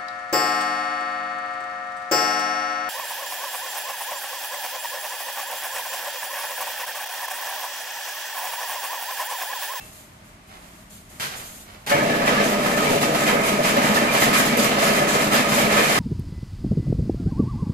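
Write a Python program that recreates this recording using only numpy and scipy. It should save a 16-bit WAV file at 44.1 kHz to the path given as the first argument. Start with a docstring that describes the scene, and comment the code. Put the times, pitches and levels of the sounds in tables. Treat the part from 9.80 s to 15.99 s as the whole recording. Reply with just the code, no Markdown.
"""A chain-link fence machine at work, close by, from beside its forming spirals in a hard-walled workshop.
At rest its motor idles, slack wire scrapes, mesh rustles and the cutter clacks; then the clutch takes hold.
Eight shaft turns a second drive harmonics of hum and random blows on frame and guides, each ringing
through its own spectrum. A plate sings, loose parts clang, the wire spiral rattles and whips in bursts.
A two-port microphone takes direct sound, early reflections and a diffuse tail."""
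import sys
import numpy as np
from scipy import signal
from scipy.fft import rfft, irfft
from scipy.io import wavfile
from scipy.ndimage import uniform_filter1d, map_coordinates

SR = 44100
rng = np.random.default_rng(int(sys.argv[2]) if len(sys.argv) > 2 else 0)


def bounce(signal):
    """Save signal as a 16-bit WAV file at the path given by the first command-line argument."""
    frames = np.transpose(np.atleast_2d(signal))
    limited = np.clip(frames, -1, 1)
    pcm = np.round(limited * 32767).astype(np.int16)
    wavfile.write(sys.argv[1], SR, pcm)


N = 272979
T = np.arange(N) / SR  # time [s]

# Microphone: spacing of its ports, arrival lag at the left one [samples], upper limit
PORT_GAP_M, PORT_LAG, TOP_HZ = 0.18, 19, 14400

# Drive: shaft rate; the clutch starts to engage, its run-up, and the moment it takes hold
SHAFT_HZ = 8.015
ENGAGE_S, RUN_UP_S, BITE_S = 2.062, 0.055, 2.115
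# Force through one turn, with two main strokes; each part takes its own share of the dB:
# (share of the turn [0-1], relative force [dB])
STROKE_FORCE = [(0, 2), (.15, -2), (.27, 3), (.42, 4), (.56, 1.5), (.72, -4), (.84, 9.5), (.95, 5.5)]
# Hum of the loaded drive: (multiple of the shaft rate, relative rms level [dB])
HUM_HARMONICS = [(1, -62), (3, -69), (4, -66), (6, -52.5), (13, -58), (15, -54), (16, -48), (18, -39.5),
                 (19, -41), (20, -48), (22, -40.5), (25, -39.5), (26, -32), (28, -37), (29, -37),
                 (30, -38.5), (31, -36.5), (38, -37.5), (42, -44), (50, -36.5), (52, -42), (54, -40.5),
                 (60, -48.5), (70, -49), (71, -39), (72, -40), (73, -42), (75, -34.5), (81, -41),
                 (83, -45.5), (85, -40)]
HUM_WAVER_DB = 2.14  # each harmonic's unsteadiness

# Spectrum of the steel frame: (frequency [Hz], relative level [dB])
FRAME_COLOUR = [(20, -16), (60, -26.5), (100, -18), (140, -4), (220, -9.5), (300, -2.5), (365, -7.5),
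                (450, -8), (680, -2.5), (900, -11), (1400, -23), (3000, -48.5)]
# Resonances of the frame: (frequency [Hz], width [Hz], lift [dB])
FRAME_MODES = [(143.5, 13, -3.5), (204.3, 13, 11), (225, 16, 7.5), (418.3, 13, 7.5), (482, 18, 9.5),
               (568, 8.8, 10), (586, 46, 1), (650, 43, 3)]
# Borders between the panels' ranges: (frequency [Hz], ...)
FRAME_BANDS_HZ = (174, 277, 364, 536, 622)
# Heavy knocks, each booming one panel: (time [s], pitch [Hz], level [dB])
PANEL_KNOCKS = [(2.14, 150, -24.5), (2.222, 579, -18.5), (2.470, 581, -19.5), (2.514, 209.6, -20),
                (2.603, 435, -24), (3.066, 418, -20.5), (3.11, 248, -20), (3.126, 664, -18),
                (3.145, 420, -21), (3.476, 238, -21), (3.54, 565, -17), (3.781, 589, -17.5),
                (3.962, 575, -15), (4.011, 219, -22), (4.091, 213.4, -17), (4.214, 235.6, -21.5),
                (4.594, 255, -21), (4.718, 246, -21), (4.771, 478, -26), (4.787, 226, -18),
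                (5.024, 664, -17.5), (5.212, 580, -18), (5.346, 205, -24), (5.51, 214, -18),
                (5.596, 248, -19), (5.718, 224, -21), (5.768, 593, -17), (5.847, 243, -18),
                (5.985, 473, -18)]
KNOCK_T60_S, KNOCK_OVERTONE, KNOCK_OVERTONE_DB = 0.21, 2.1, -5  # overtone: pitch ratio, relative level
CONTACT_S = 0.009  # how long a blow takes to set steel ringing

# Spectrum of the sheet-metal guides: (frequency [Hz], relative level [dB])
GUIDE_COLOUR = [(300, -12.5), (700, -1), (1000, -1.5), (1420, -4.5), (1700, 0), (2400, -4), (2800, -6),
                (3500, -11), (5500, -15.5), (14000, -31.5)]
# Resonances of the guides: (frequency [Hz], width [Hz], lift [dB])
GUIDE_MODES = [(1263, 82, 6.4), (1750, 42, 3.3), (2246, 35, 4.9), (2368, 49, 6), (2670, 81, 2.5),
               (3090, 76, 5.2), (3700, 31, 3.4)]
# Borders between ranges where the guides' colour shifts: (frequency [Hz], ...)
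GUIDE_BANDS_HZ = (990, 1510, 2050, 2560)
GUIDE_WAVER_DB = 1.0  # how far it shifts
# A guide plate singing under the rubbing wire; positive pan is to the left
SING_HZ, SING_Q, SING_DB, SING_PAN_DB = 1243, 62, -34.5, -0.5

# Force on frame and guides in steady running (relative dB), and how far it wavers
FRAME_DB, GUIDES_DB, WAVER_DB = -26.5, -27.5, 0.39
# Taking up the load: extra force, and how fast it settles once the clutch holds
SURGE_DB, SURGE_S = 4.5, 0.089
# The wire snags or slips, and the drive labours or eases for a moment:
# (time of the peak [s], frame lift [dB], guides lift [dB])
SNAGS = [(2.49, 2, 3), (2.60, 3, -1), (3.06, 0.5, 2), (3.13, 4, -2), (3.29, 2, -4.5), (3.51, 2, 2),
         (3.78, 2.5, -4), (3.97, 2, 4), (4.10, -1, -0.5), (4.2, -1.5, 1.5), (4.48, 4.5, 1), (4.58, -3, 0),
         (4.8, 3.5, -2), (4.91, -1, 3), (5.2, 3.5, 1), (5.58, 0, 0), (5.69, -5, -1.5), (5.85, 3, 2)]
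SNAG_S = 0.051  # half width of the swell

# Loose spirals clanging: (time [s], pitch [Hz], level [dB])
SPIRAL_CLANGS = [(2.068, 850, -31.5), (2.11, 1740, -23), (2.191, 1710, -29), (2.295, 1700, -26),
                 (2.325, 1730, -23), (2.411, 1187, -28), (2.435, 1730, -29), (2.54, 1184, -24),
                 (2.571, 1708, -23), (2.925, 1755, -25), (2.99, 1243, -23.5), (3.02, 1840, -31),
                 (3.04, 2120, -31), (3.065, 2330, -24), (3.227, 1243, -25), (4.168, 1767, -22),
                 (4.28, 2360, -23), (4.369, 1710, -27), (4.415, 1841, -25), (4.534, 1245, -27),
                 (4.54, 2380, -27), (4.56, 1960, -23), (4.575, 1606, -23.5), (4.7, 2310, -27),
                 (4.815, 2210, -31), (4.981, 1790, -31), (5.07, 1740, -30), (5.16, 1266, -26),
                 (5.564, 1787, -27), (5.995, 1757, -25)]
CLANG_Q, CLANG_ATTACK_S, CLANG_DECAY_S = 49, 0.0033, 0.05

# Spectrum of the thin wire: (frequency [Hz], relative level [dB])
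WIRE_COLOUR = [(200, -15), (800, -2.5), (1800, 0.5), (3200, 3), (4500, 1.5), (5800, -0.5), (7100, 3),
               (8700, -1.5), (11000, -2), (14000, -4)]
# Borders between ranges where the wire's colour shifts: (frequency [Hz], ...)
WIRE_BANDS_HZ = (3000, 5560, 8600, 11300)
WIRE_WAVER_DB = 0.53  # how far it shifts
SIZZLE_DB, WIRE_THROB = -40, 0.64  # underlying ticking (relative); share of the stroke's dB reaching the wire
# Bursts of wire shaking against mesh and spirals: (time [s], relative level [dB], length [s])
SHAKES = [(2.452, -29.5, 0.029), (2.622, -31, 0.082), (2.82, -32, 0.11), (2.96, -31.5, 0.19),
          (3.201, -26.5, 0.034), (3.327, -29.5, 0.1), (3.454, -27.5, 0.04), (3.626, -27, 0.06),
          (3.823, -26, 0.069), (4.01, -26.5, 0.061), (4.135, -25, 0.028), (4.306, -26, 0.12),
          (4.408, -24, 0.027), (4.527, -23, 0.062), (4.649, -25, 0.012), (4.764, -24, 0.078),
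          (4.979, -25.5, 0.1), (5.12, -28, 0.065), (5.268, -25, 0.078), (5.383, -28.5, 0.057),
          (5.509, -24, 0.07), (5.68, -25.5, 0.14), (5.894, -26, 0.09), (5.972, -27.5, 0.08),
          (6.07, -27, 0.11)]
SHAKE_ATTACK_S, SHAKE_RELEASE_S = 0.008, 0.022
# Each burst also shakes guides and frame (dB relative to the burst); slack wire passes on a limited force
SHAKE_TO_GUIDES_DB, SHAKE_TO_FRAME_DB, SHAKE_LIMIT_DB = 2, -11, -23
# The wire's end whipping the steel: (time [s], centre of the ring [Hz], level [dB], decay [s])
WIRE_WHIPS = [(2.648, 6900, -32, .04), (3.213, 12200, -33, .03), (3.505, 11800, -34, .03),
              (3.66, 11000, -32, 0.036), (3.838, 5350, -33, .025), (3.965, 12500, -33, .03),
              (4.146, 4190, -31, .02), (4.403, 13400, -27, 0.04), (4.532, 10800, -33, .025),
              (4.585, 12000, -26, 0.033), (4.772, 12900, -24, 0.02), (4.845, 12000, -27, 0.033),
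              (5.024, 7030, -30, 0.031), (5.03, 11000, -30, .03), (5.29, 7100, -31, .03),
              (5.526, 8700, -29, .025), (5.54, 12500, -27, .03), (6.04, 11700, -38, .035)]
WHIP_Q = 5.1

# Clacks of the cutter and the clutch: (time [s], relative level [dB], chatter decay [s])
STEEL_CLACKS = [(1.398, -23, 0.027), (1.422, -28.5, 0.02), (1.449, -30.5, 0.045), (1.512, -37, 0.033),
                (1.572, -42, 0.028), (1.632, -46, .025), (2.064, -25, 0.062), (2.093, -21, 0.021)]
# Spectrum of the clacks: (frequency [Hz], relative level [dB])
CLACK_COLOUR = [(50, -29), (110, -9), (150, -4.5), (210, -4.5), (330, -15), (440, -9), (760, -7),
                (1350, -4), (1560, -3.5), (2100, -6), (2700, -6), (4000, -8), (14000, -16.5)]
# Ring of the cutter's steel: (frequency [Hz], width [Hz], lift [dB])
CLACK_MODES = [(1060, 54, 2), (1580, 36, 7), (1630, 25, 8), (1860, 25, 8), (1990, 25, 9), (2400, 30, 7),
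               (3050, 32, 9), (3240, 25, 8), (3460, 27, 0)]
# Ring of the clutch housing as the drive takes hold: (frequency [Hz], starting rms level [dB], t60 [s])
HOUSING_MODES = [(573, -13.5, 0.31), (598, -23, 0.25), (708, -19, 0.24), (873, -20.5, 0.26),
                 (1270, -28, 0.35), (1790, -30, 0.18), (2210, -25, 0.38), (2400, -30, 0.25),
                 (2821, -31, .3), (3070, -31, .18)]

# Wire sliding through the guides while the drive rests:
# (time [s], relative level [dB], length [s], fade [s], metallic ring [0-1])
SCRAPES = [(-.02, -46, 0.21, .085, 0.5), (0.436, -55, 0.043, 0.055, 0), (0.66, -54, 0.35, .06, 0),
           (1.092, -45.5, 0.069, 0.076, 0.6), (1.284, -48, 0.11, .06, 0.1),
           (1.544, -37.5, 0.036, 0.19, 0.8), (1.698, -44, 0.11, .06, 0.66)]
SCRAPE_ATTACK_S = 0.01
# Spectrum of the scraping: (frequency [Hz], relative level [dB])
SLIDE_COLOUR = [(400, 3.5), (1500, -11), (3200, 3), (5500, 0), (7000, 6.5), (9000, 4), (12000, 4.5),
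                (14500, -1.5)]

# Nudges of the hanging mesh while the drive rests: (time [s], level [dB])
NUDGES = [(-.09, -46), (.67, -47.5), (1.48, -38.5), (1.85, -47)]
NUDGE_ATTACK_S, NUDGE_HOLD_S, NUDGE_DECAY_S = 0.039, 0.077, 0.093
MESH_REST_DB = -63  # its faint stirring in between
# Spectrum of the mesh: (frequency [Hz], relative level [dB])
MESH_COLOUR = [(250, -10.5), (700, 3), (1000, 0.5), (1400, -0.5), (2300, -3), (3300, -6.5), (5500, -13),
               (14000, -45)]

# A steel part left ringing: (frequency [Hz], starting rms level [dB], t60 [s])
PING_MODES = [(2670, -47, 0.33), (2745, -51, 0.25)]

# Spectrum of the idling motor: (frequency [Hz], relative level [dB])
IDLE_COLOUR = [(12, -45), (32, 1), (130, -1.5), (250, -5), (350, -9), (490, -18), (620, -9.5), (820, -11.5),
               (1150, -10), (1400, -13), (2060, -13), (3860, -22), (8000, -24), (14000, -31)]
# Resonance of the motor: (frequency [Hz], width [Hz], lift [dB])
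IDLE_MODE = [(623, 25, 9.4)]
IDLE_DB = -48.5  # rumble, about which it wavers
# Steady lines of the motor: (frequency [Hz], rms level about which it wavers [dB])
IDLE_LINES = [(100, -62.5), (178, -61), (209, -61), (399, -72)]


def hum(turns, engaged, stroke_db):
    """Shaft harmonics, each wavering as the load shifts; they throb with the strokes."""
    out = np.zeros((2, N))
    # the left port lags by half the direct sound's delay, so it hears an earlier turn
    ports = turns - np.array([[PORT_LAG / 2], [0]]) * SHAFT_HZ / SR
    for order, db in HUM_HARMONICS:
        phase = 2 * np.pi * (round(order) * ports + rng.random()) + 0.19 * walk(6)
        out += undb(db + HUM_WAVER_DB * walk(7)) * np.sqrt(2) * np.sin(phase)
    return out * engaged * undb(-2.5 + 0.44 * stroke_db)


def frame(force):
    """Play in the bearings knocks the frame, hardest on each stroke; its panels flex and boom unevenly."""
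    jolts = impacts(900, 2.05) * force * load(FRAME_DB, SHAKE_TO_FRAME_DB, column=1)
    boom = workshop(jolts, FRAME_COLOUR, FRAME_MODES, wet_db=-5.0, t60=0.3, early_db=-22, pan_db=1.6)
    flexing = flex(undb(-1.15) * boom, drift_ms=.2, rate=8)
    return shimmer(flexing, FRAME_BANDS_HZ, .9, rate=14)


def knocks():
    """A blow makes a panel boom with one inharmonic overtone."""
    out = np.zeros((2, N))
    for s, hz, db in PANEL_KNOCKS:
        boom = (hz, db, KNOCK_T60_S)
        overtone = (hz * KNOCK_OVERTONE, db + KNOCK_OVERTONE_DB, KNOCK_T60_S / 2)
        out += struck(s, [boom, overtone])
    return out


def guides(force):
    """The spinning wire beats its guides, which flex as they ring."""
    beats = impacts(650, 3.0) * force * load(GUIDES_DB, SHAKE_TO_GUIDES_DB, column=2)
    clatter = workshop(beats, GUIDE_COLOUR, GUIDE_MODES, wet_db=8.0, t60=0.74, early_db=2.0, pan_db=-2.5)
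    return shimmer(flex(clatter, drift_ms=.35, rate=10), GUIDE_BANDS_HZ, GUIDE_WAVER_DB, rate=14)


def sing(force):
    """The wire rubs a guide plate into a rough note that wavers in pitch and strength."""
    note = unit(signal.lfilter(*signal.iirpeak(SING_HZ, SING_Q, SR), diffuse(N)))
    level = undb(SING_DB + 2 * walk(7))
    return flex(note, drift_ms=0.16, rate=12) * force * level * pan(SING_PAN_DB)


def clangs():
    """Each loose part chatters briefly against its neighbours and rings at its own pitch."""
    t = T[:SR // 2]
    chatter = np.clip(t / CLANG_ATTACK_S, 0, 1) * np.exp(-t / CLANG_DECAY_S)
    out = np.zeros((2, N))
    for s, hz, db in SPIRAL_CLANGS:
        add_burst(out, s, diffuse(len(t)) * chatter, chatter, hz, CLANG_Q, db)
    return out


def wire(force):
    """Bursts of tiny wire-on-wire ticks over an underlying sizzle, shifting in colour as the spiral turns."""
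    ticks = impacts(2000, 5.8) * np.sqrt((undb(SIZZLE_DB) * force) ** 2 + shaking())
    rattle = workshop(ticks, WIRE_COLOUR, (), wet_db=12.5, t60=0.65, early_db=11.5, pan_db=-0.5)
    flexing = flex(undb(2.0) * rattle, drift_ms=.4, rate=9)
    return shimmer(flexing, WIRE_BANDS_HZ, WIRE_WAVER_DB, rate=16)


def whips():
    """The wire's end strikes a sharp spray of ticks, each with its own colour."""
    t = T[:SR // 4]
    out = np.zeros((2, N))
    for s, hz, db, decay in WIRE_WHIPS:
        fade = np.exp(-t / decay)
        ticks = diffuse(len(t)) * fade * undb(2.1 * walk(900, size=len(t)))
        add_burst(out, s, ticks, fade, hz, WHIP_Q, db)
    return out


def clacks():
    """Steel snaps shut and chatters to rest; the workshop rings on."""
    force = np.zeros(N)
    for s, db, decay in STEEL_CLACKS:
        force += undb(db) * (T >= s) * np.exp(-np.maximum(T - s, 0) / decay)
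    blows = impacts(1400, 2.2) * force
    ringing = workshop(blows, CLACK_COLOUR, CLACK_MODES, wet_db=4.0, t60=0.27, early_db=-6.0, pan_db=-1.0)
    return undb(1.0) * ringing


def clutch_housing():
    """The housing's steel modes ring as the drive takes hold."""
    return struck(BITE_S, HOUSING_MODES)


def slide(round_trip_hz=236):
    """Scraping hiss runs to and fro in the wire and takes on a thin metallic ring."""
    pulls = np.array([undb(db) * stroke(s, SCRAPE_ATTACK_S, length, fade)
                      for s, db, length, fade, _ in SCRAPES])
    scrape = impacts(6000, 3.0) * pulls.max(axis=0) * undb(walk(24.5))
    # the strongest scrape sets how much comes back from each trip
    echo = np.clip(np.array(SCRAPES)[pulls.argmax(axis=0), 4], 0, .8)
    hiss = workshop(scrape, SLIDE_COLOUR, (), wet_db=7, t60=.12, early_db=0, pan_db=0)
    lag = int(SR / round_trip_hz)
    trips = sum(echo ** k * np.pad(hiss, ((0, 0), (k * lag, 0)))[:, :N] for k in range(5))
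    return np.sqrt(1 - echo ** 2) * trips


def mesh():
    """While the drive rests the hanging mesh sways and rustles softly."""
    sway = undb(MESH_REST_DB) * np.ones(N)
    for s, db in NUDGES:
        sway += undb(db) * stroke(s, NUDGE_ATTACK_S, NUDGE_HOLD_S, NUDGE_DECAY_S)
    stir = impacts(900, 5.4) * sway * (T < ENGAGE_S)
    return workshop(stir, MESH_COLOUR, (), wet_db=-2.5, t60=0.77, early_db=-0.5, pan_db=-3.5)


def ping():
    """Two steel modes ring and die away at the opening."""
    return struck(0, PING_MODES)


def motor():
    """The motor idles throughout: soft rumble and a few lines that waver."""
    rumble = unit(np.array([ring(port, IDLE_COLOUR, IDLE_MODE) for port in diffuse(N)]))
    rumble *= undb(IDLE_DB + 0.95 * walk(11.5))
    lines = np.zeros(N)
    for hz, db in IDLE_LINES:
        level = undb(db + 3.2 * walk(10))
        lines += level * np.sqrt(2) * np.sin(2 * np.pi * hz * T + .65 * walk(10))
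    return flex(rumble, drift_ms=.6, rate=8) + lines


def load(steady_db, shake_db, column):
    """Force on one part: steady running plus the wire's bursts, with a starting surge and shifts at snags."""
    surge = SURGE_DB * np.exp(-np.maximum(T - BITE_S, 0) / SURGE_S)
    passed_on = np.minimum(shaking(), undb(2 * SHAKE_LIMIT_DB))
    snags = sum(row[column] * np.exp(-((T - row[0]) / SNAG_S) ** 2) for row in SNAGS)
    power = undb(2 * steady_db) + undb(2 * shake_db) * passed_on
    return np.sqrt(power) * undb(surge + snags + WAVER_DB * walk(14))


def shaking():
    """Power of the wire's bursts: each starts sharply, holds and stops."""
    power = np.zeros(N)
    for s, db, length in SHAKES:
        rise = np.clip((T - s) / SHAKE_ATTACK_S, 0, 1)
        power += undb(2 * db) * rise * np.clip(1 - (T - s - length) / SHAKE_RELEASE_S, 0, 1)
    return power


def stroke(s, attack, length, decay):
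    """Envelope of one movement: rise, hold until its length is up, die away."""
    return np.clip((T - s) / attack, 0, 1) * np.exp(-np.maximum(T - s - length, 0) / decay)


def struck(s, modes):
    """Steel modes swell over a few milliseconds of contact and die away; the left port hears them later."""
    start = max(int(s * SR), 0)
    t = T[:min(SR // 2, N - start)]
    port_t = t - np.array([[PORT_LAG], [0]]) / SR
    out = np.zeros((2, N))
    for hz, db, t60 in modes:
        jitter = 0.36 * walk(42, size=len(t))  # unsteady contact
        phase = 2 * np.pi * (hz * port_t + rng.random()) + jitter
        level = np.sqrt(2) * undb(db - 60 * t / t60) * np.clip(t / CONTACT_S, 0, 1)
        out[:, start:start + len(t)] += level * np.sin(phase)
    return out


def add_burst(out, s, noise, envelope, hz, q, db):
    """Ring a noise burst at one resonance, level it against its envelope and add it at s seconds."""
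    tone = signal.lfilter(*signal.iirpeak(hz, q, SR), noise)
    tone *= undb(db) * np.sqrt(np.mean(envelope ** 2) / np.mean(tone ** 2))
    start = int(s * SR)
    out[:, start:start + tone.shape[1]] += tone[:, :N - start]


def flex(x, drift_ms, rate):
    """A wandering delay slides the resonances up and down a little, as in steel bending under load."""
    where = (T + drift_ms / 1000 * walk(rate)) * SR
    return np.array([map_coordinates(port, [where], order=3, mode="nearest") for port in x])


def shimmer(x, edges_hz, depth_db, rate):
    """The point of contact wanders, so each band of a ringing part swells and fades by itself."""
    spectrum = rfft(x)
    band = np.searchsorted(np.sort(edges_hz), np.fft.rfftfreq(N, 1 / SR))
    return sum(irfft(spectrum * (band == k), N) * undb(depth_db * walk(rate))
               for k in range(len(edges_hz) + 1))


def workshop(x, colour, modes, wet_db, t60, early_db, pan_db):
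    """A body shaken by x, heard in the room: direct sound (right port first), reflections, diffuse tail."""
    t = T[:SR // 10]
    paths = diffuse(len(t)) * undb(-60 * t / .09)  # early reflections, gone in 90 ms
    paths *= undb(early_db) / np.sqrt(np.sum(paths ** 2) / 2)
    paths[0, PORT_LAG] += 1
    paths[1, 0] += 1
    near = signal.fftconvolve(x[None], paths, axes=1)[:, :N]
    # the room stores the energy of each blow and lets it leak away
    keep = np.exp(-2 * np.log(1000) / (t60 * SR))
    stored = signal.lfilter([1 - keep], [1, -keep], x ** 2)
    tail = undb(wet_db) * unit(diffuse(N)) * np.sqrt(stored)
    ports = (near + tail) / np.sqrt(1 + undb(2 * wet_db) + undb(2 * early_db))
    return np.array([ring(port, colour, modes) for port in ports]) * pan(pan_db)


def ring(x, colour, modes=()):
    """Pass x through a body's spectrum and resonances: a causal minimum-phase response of unit energy."""
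    size = 16384
    f = np.maximum(np.fft.rfftfreq(size, 1 / SR), 1)
    hz, db = np.transpose(colour)
    db = np.interp(np.log(f), np.log(hz), db)
    for centre, width, lift in modes:
        db = db + lift / (1 + (2 * (f - centre) / width) ** 2)
    # folding the cepstrum forward makes the response causal
    cepstrum = irfft(np.log(undb(db)))
    cepstrum[1:size // 2] *= 2
    cepstrum[size // 2 + 1:] = 0
    response = irfft(np.exp(rfft(cepstrum)))
    return signal.fftconvolve(x, response / np.linalg.norm(response))[:N]


def diffuse(size):
    """Noise from all sides at two microphone ports: alike in the bass, nearly unrelated in the treble."""
    likeness = np.sinc(2 * np.fft.rfftfreq(size, 1 / SR) * PORT_GAP_M / 343)  # speed of sound 343 m/s
    mid, side = rfft(rng.standard_normal((2, size))) * np.sqrt([1 + likeness, 1 - likeness])
    return irfft([mid + side, mid - side], size)


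def pan(db):
    """Gains of the left and right port, this many dB apart."""
    return undb(np.array([[db], [-db]]) / 2)


def impacts(rate, spread_db):
    """Random contacts, about so many a second, of uneven size and either sign; rms 1."""
    sizes = undb(spread_db * np.clip(rng.standard_normal(N), -2, 2)) * rng.choice([-1, 1], N)
    return unit(sizes * (rng.random(N) < rate / SR))


def walk(rate, size=N):
    """Chance: random levels, so many a second, smoothed twice and scaled near rms 1."""
    k = int(SR / rate)
    steps = np.repeat(rng.standard_normal(size // k + 1), k)
    return unit(uniform_filter1d(uniform_filter1d(steps, k), k)[:size])


def unit(x):
    """Scale to rms 1."""
    return x / np.sqrt(np.mean(x ** 2))


def undb(db):
    """Decibels to gain."""
    return 10 ** (np.asarray(db) / 20)


def scene():
    """One shaft drives hum, knocks, clatter and sizzle once the clutch is in."""
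    turns = np.cumsum(SHAFT_HZ * (1 + 0.00087 * walk(3.06))) / SR
    engaged = np.clip((T - ENGAGE_S) / RUN_UP_S, 0, 1) ** 2
    # the heavy frame needs a moment longer to get going
    swinging = engaged * (1 - np.exp(-np.maximum(T - ENGAGE_S, 0) / 0.067))
    stroke_db = np.interp(turns - .01, *np.transpose(STROKE_FORCE), period=1)
    heavy = swinging * undb(0.59 * stroke_db)
    light = engaged * undb(0.63 * stroke_db)
    on_wire = engaged * undb(WIRE_THROB * stroke_db + 1.3)
    body = hum(turns, swinging, stroke_db) + frame(heavy) + knocks()
    metalwork = guides(light) + sing(engaged) + clangs()
    spiral = wire(on_wire) + whips()
    resting = slide() + mesh() + ping()
    return body + metalwork + spiral + clacks() + clutch_housing() + resting + motor()


def record(dry):
    """The loudest peaks are softly rounded, and the phone cuts the top."""
    rounded = dry / (1 + (dry / .75) ** 4) ** .25
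    return signal.sosfilt(signal.ellip(10, .1, 80, TOP_HZ, fs=SR, output="sos"), rounded)


dry = scene()
out = record(dry)
bounce(out)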